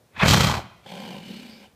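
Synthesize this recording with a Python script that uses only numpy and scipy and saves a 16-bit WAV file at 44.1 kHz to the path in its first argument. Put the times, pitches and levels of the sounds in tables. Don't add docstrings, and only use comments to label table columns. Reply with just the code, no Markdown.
import sys
import numpy as np
from scipy import signal
from scipy.fft import rfft, irfft
from scipy.io import wavfile
from scipy.ndimage import uniform_filter1d

SR = 44100
rng = np.random.default_rng(int(sys.argv[2]) if len(sys.argv) > 2 else 0)


def digitize_waveform(pressure):
    field = np.atleast_2d(pressure).T
    bounded = np.clip(field, -1, 1)
    quanta = np.round(bounded * 32767).astype(np.int16)
    wavfile.write(sys.argv[1], SR, quanta)


N = 77175
TIME = np.arange(N) / SR


def from_db(db):
    return 10 ** (np.asarray(db) / 20)


def unit_rms(x):
    return x / np.sqrt(np.mean(x ** 2) + 1e-20)


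def lowpass(x, hz, order):
    return signal.sosfilt(signal.butter(order, hz, fs=SR, output="sos"), x)


def curves(rows):
    times_s, *columns = np.transpose(rows)
    return [np.interp(TIME, times_s, column) for column in columns]


def gains(rows, fade_db_per_s=500):
    outside_s = np.maximum(rows[0][0] - TIME, 0) + np.maximum(TIME - rows[-1][0], 0)
    return [from_db(db - fade_db_per_s * outside_s) for db in curves(rows)]


def noise(spectrum):
    hz, db = np.transpose(spectrum)
    bins_hz = np.maximum(np.fft.rfftfreq(N, 1 / SR), 1)
    colour = from_db(np.interp(np.log(bins_hz), np.log(hz), db))
    return unit_rms(irfft(rfft(rng.standard_normal(N)) * colour, N))


def steady(x, window_s=0.028):
    return x / np.sqrt(uniform_filter1d(x * x, int(window_s * SR)) + 1e-6)


def resonate(x, modes):
    total = 0
    for k, (hz, width_hz, db) in enumerate(modes):
        r = np.exp(-np.pi * width_hz / SR)
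        ring = signal.lfilter([1, 0, -1], [1, -2 * r * np.cos(2 * np.pi * hz / SR), r * r], x)
        total = total + (-1) ** k * from_db(db) * (1 - r * r) * ring
    return unit_rms(total)


def glide(pitch, flow, half_width_hz):
    white = rng.standard_normal((2, N)) * flow
    baseband = lowpass(white[0] + 1j * white[1], half_width_hz, order=2)
    carrier = np.exp(2j * np.pi * np.cumsum(curves(pitch)[0]) / SR)
    return steady(unit_rms(np.real(baseband * carrier)))


def air_note(rows, flow, half_width_hz):
    envelope = gains([(s, db) for s, hz, db in rows])[0]
    return envelope * glide(rows, flow, half_width_hz)


def pulses(rate_hz, jitter, decay_s, spread_db):
    timing, strength = rng.uniform(-1, 1, (400, 2)).T
    cycles = np.cumsum(rate_hz * np.ones(N)) / SR
    onsets = np.searchsorted(cycles, np.cumsum(np.exp(2 * jitter * timing)))
    inside = onsets < N
    clicks = np.zeros(N)
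    clicks[onsets[inside]] = from_db(spread_db * strength[inside])
    return unit_rms(signal.lfilter([1], [1, -np.exp(-1 / (decay_s * SR))], clicks))


def flutter(rows, open_s):
    rate_hz, depth = curves(rows)
    cycles = np.cumsum(rate_hz) / SR
    return depth * np.cos(2 * np.pi * (cycles - np.interp(open_s, TIME, cycles)))


def hum():
    # f/Hz, level/dB
    spectrum = [(25, -8), (60, 5), (120, 4), (200, -2), (290, -4), (560, -3), (850, -10.5), (2000, -17),
                (5000, -20), (10000, -24), (15000, -26)]
    return from_db(-59.5) * noise(spectrum)


def shed_echo(x, t60_s=0.72, build_s=0.01):
    # f/Hz, level/dB
    spectrum = [(40, -8), (130, 1), (300, -0.5), (900, 4), (2500, 4), (5000, -3), (9000, -10.5),
                (15000, -17)]
    tail = noise(spectrum) * from_db(-60 * TIME / t60_s) * (1 - np.exp(-TIME / build_s))
    return from_db(-22.5) * signal.fftconvolve(x, tail / np.sqrt(np.sum(tail ** 2)))[:N]


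def near_reflections(x):
    # delay/s, gain
    taps = [(.00135, 0.16), (.0038, 0.11), (.0051, 0.2), (.00575, .08)]
    return x + sum(gain * np.pad(x, (int(delay_s * SR), 0))[:N] for delay_s, gain in taps)


def breath(drone_swing_db=3.5, hiss_swing_db=2.5):
    # t/s, drone/dB, rattle/dB, hiss/dB
    levels = [(0.852,-65,-67,-56), (0.862,-44,-41.5,-60), (0.88,-56,-49.5,-46.5), (0.92,-42,-41,-45.5),
              (1.06,-41.5,-42,-45), (1.17,-39,-42.5,-47.5), (1.205,-44,-47.5,-51), (1.26,-47,-60,-48),
              (1.295,-37,-54.5,-47), (1.39,-45.5,-56,-47), (1.47,-45,-55,-49), (1.59,-52.5,-58.5,-54),
              (1.65,-55,-51,-53), (1.71,-72.5,-77,-75)]
    # t/s, rate/Hz, depth
    quiver_rate = [(0.9, 37, .6), (1.2, 40, .5), (1.3, 37, .9), (1.38, 34, 1), (1.47, 28, 1),
                   (1.57, 30, .3)]
    drone_gain, rattle_gain, hiss_gain = gains(levels)
    ticks = pulses(rate_hz=70, jitter=0.2, decay_s=0.0033, spread_db=-1.5)
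    quiver = flutter(quiver_rate, open_s=1.34)
    rattle_in_hiss = 0.63 * ticks * rattle_gain / rattle_gain.max()
    flow = (1 + rattle_in_hiss) * from_db(hiss_swing_db * quiver)
    white = rng.standard_normal((2, N))

    # t/s, f/Hz
    drone_pitch = [(0.9, 165), (1.0, 192.2), (1.1, 202.5), (1.17, 171.3), (1.23, 199.9), (1.31, 207.4),
                   (1.39, 205.7), (1.46, 228.3), (1.65, 215.2)]
    # f/Hz, level/dB
    skirt = [(30, -15), (90, -14), (160, -5.5), (260, 1.5), (380, -2), (600, -8.5), (1500, -37)]
    drone = from_db(-1.5) * glide(drone_pitch, flow=1, half_width_hz=26.7) + from_db(-7) * noise(skirt)
    drone *= from_db(drone_swing_db * quiver)

    # f/Hz, width/Hz, level/dB
    throat = [(512, 100, 1), (626, 104, -0.5), (750, 198, -0.5), (997, 196, -4), (1567, 220, -14)]
    airway = [(2360, 250, 6), (2980, 115, 3.5), (3260, 210, 0), (3610, 370, 1), (4350, 350, 0),
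              (5100, 88, -2), (6050, 150, -12.5), (7500, 160, -15), (8100, 200, -10), (8970, 200, -18),
              (12700, 2000, -16.5)]
    # f/Hz, level/dB
    air_spectrum = [(300, -34), (1000, 0.5), (1700, 6), (3000, 3.5), (5000, 0.5), (7000, -5.5),
                    (10000, -9.5), (15000, -23)]
    rattle = from_db(-2) * steady(resonate(white[0] * (1 + ticks), throat))
    hiss = from_db(-3.5) * steady(resonate(white[1] * flow, airway))
    hiss += from_db(-6) * steady(flow * noise(air_spectrum))

    # t/s, f/Hz, level/dB
    whistle = [(0.858, 3330, -61), (0.866, 3330, -49.5), (0.95, 3280, -51.5), (1.06, 3080, -51),
               (1.17, 2950, -51), (1.21, 2900, -56), (1.26, 2950, -53), (1.41, 2930, -54),
               (1.47, 2920, -79), (1.6, 2950, -83), (1.65, 3000, -57.5)]
    wheeze = [(1.24, 4200, -70), (1.35, 4270, -52.5), (1.46, 4430, -64), (1.52, 4830, -53.5),
              (1.6, 5007, -63)]
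    notes = air_note(whistle, flow, half_width_hz=170) + air_note(wheeze, flow, half_width_hz=310)
    return drone_gain * drone + rattle_gain * rattle + hiss_gain * hiss + notes


def lead_puff(turbulence):
    # t/s, level/dB
    levels = [(0.13, -66), (0.157, -49.5), (0.166, -38.5), (0.19, -39.5), (0.198, -24.5), (0.232, -19),
              (0.25, -54)]
    # f/Hz, width/Hz, level/dB
    narrow_nostrils = [(970, 340, -3.5), (1730, 380, -2), (2270, 300, -2), (2570, 130, -0.5),
                       (3430, 520, -9)]
    puff = lowpass(resonate(turbulence, narrow_nostrils), hz=4600, order=2)
    return gains(levels)[0] * steady(puff)


def nose_thuds(slaps):
    # f/Hz, width/Hz, level/dB
    nose = [(75, 16, -13.5), (100.8, 24, -5), (144.2, 29, 0), (212.6, 41, 1.5)]
    # f/Hz, level/dB
    spectrum = [(25, -34), (50, -22), (75, -9), (130, -0.5), (200, -3), (280, -7.5), (400, -10.5),
                (900, -44)]
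    # t/s, f/Hz
    pitch = [(0.23, 172), (0.34, 160.9), (0.44, 149.8), (0.52, 134.4), (0.6, 117.3)]
    knocks = steady(lowpass(resonate(slaps, nose), hz=245, order=4))
    rumble = steady(noise(spectrum))
    note = glide(pitch, slaps, half_width_hz=20)
    return from_db(-6) * knocks + from_db(-7.5) * rumble + from_db(-3.5) * note


def snort(first_flap_s=0.235, thud_swing_db=2.5, rush_swing_db=4, hiss_swing_db=3):
    # t/s, thuds/dB, rush/dB, hiss/dB
    levels = [(0.16,-69,-53,-78), (0.178,-38.5,-45,-57), (0.198,-52,-35.5,-48), (0.218,-38,-26,-44),
              (0.232,-18,-18,-40), (0.268,-20.5,-21,-28.5), (0.284,-18,-18.5,-20), (0.345,-17,-21,-22),
              (0.378,-21.5,-25.5,-27.5), (0.408,-20.5,-22,-25), (0.445,-21.5,-25,-27.5),
              (0.5,-25.5,-27,-30.5), (0.556,-31.5,-29,-38), (0.592,-30.5,-38,-44), (0.614,-51,-45,-52),
              (0.66,-46,-61,-67)]
    # t/s, rate/Hz, depth
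    flap_rate = [(0.236, 40, .8), (0.31, 40, .55), (0.345, 27, 1), (0.42, 29.5, 1), (0.49, 30, .85),
                 (0.58, 28, .3)]
    # t/s, rate/Hz
    slap_rate = [(0.23, 100.4), (0.36, 103.8), (0.45, 76), (0.6, 78.6)]
    thud_gain, rush_gain, hiss_gain = gains(levels)
    quarter_flap_s = 1 / (4 * flap_rate[0][1])
    opening = flutter(flap_rate, first_flap_s) * (TIME > first_flap_s - quarter_flap_s)
    slaps = pulses(curves(slap_rate)[0], jitter=0.13, decay_s=0.0045, spread_db=0.5)
    chop = unit_rms(1 + 0.56 * slaps)
    white = rng.standard_normal((2, N))
    thuds = thud_gain * from_db(thud_swing_db * opening) * nose_thuds(slaps)

    # f/Hz, level/dB
    rush_spectrum = [(100, 16), (300, -14.5), (450, 3.5), (700, 3), (1000, 2), (1500, 0), (2500, -2),
                     (3300, -18), (5000, -29.5), (9000, -54), (15000, -51.5)]
    hiss_spectrum = [(800, -23), (2200, -14.5), (3300, 2.5), (4300, 2), (5800, -1.5), (7800, -5),
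                     (9600, -16), (13000, -13), (15500, -21)]
    # f/Hz, width/Hz, level/dB
    open_nostrils = [(1187, 194, 8), (1530, 69, -2), (1944, 48, 5.5), (2504, 220, 4.5), (3150, 100, 9),
                     (3360, 77, 3.5), (4160, 270, 2.5), (4990, 210, -10.5)]
    ring = from_db(-4) * steady(resonate(chop * white[0], open_nostrils))
    rush = rush_gain * steady(chop * noise(rush_spectrum)) + np.sqrt(rush_gain * hiss_gain) * ring
    rush *= from_db(1.5 + rush_swing_db * opening)
    hiss = hiss_gain * steady(chop * noise(hiss_spectrum))
    hiss *= from_db(-0.5 + hiss_swing_db * opening)

    # t/s, f/Hz, level/dB
    hollow = [(0.44, 1000, -39), (0.5, 1000, -28.5), (0.545, 976.4, -32), (0.585, 775, -32),
              (0.61, 782, -43.5)]
    return lead_puff(white[1]) + thuds + rush + hiss + air_note(hollow, slaps, half_width_hz=180)


def scene():
    horse = snort() + near_reflections(breath())
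    return (horse + shed_echo(horse) + hum())[None]


def record(dry, low_cut_hz=62, high_cut_hz=15330):
    thinned = signal.sosfilt(signal.butter(3, low_cut_hz, "high", fs=SR, output="sos"), dry)
    return signal.sosfilt(signal.ellip(12, .1, 80, high_cut_hz, fs=SR, output="sos"), thinned)


dry = scene()
out = record(dry)
digitize_waveform(out)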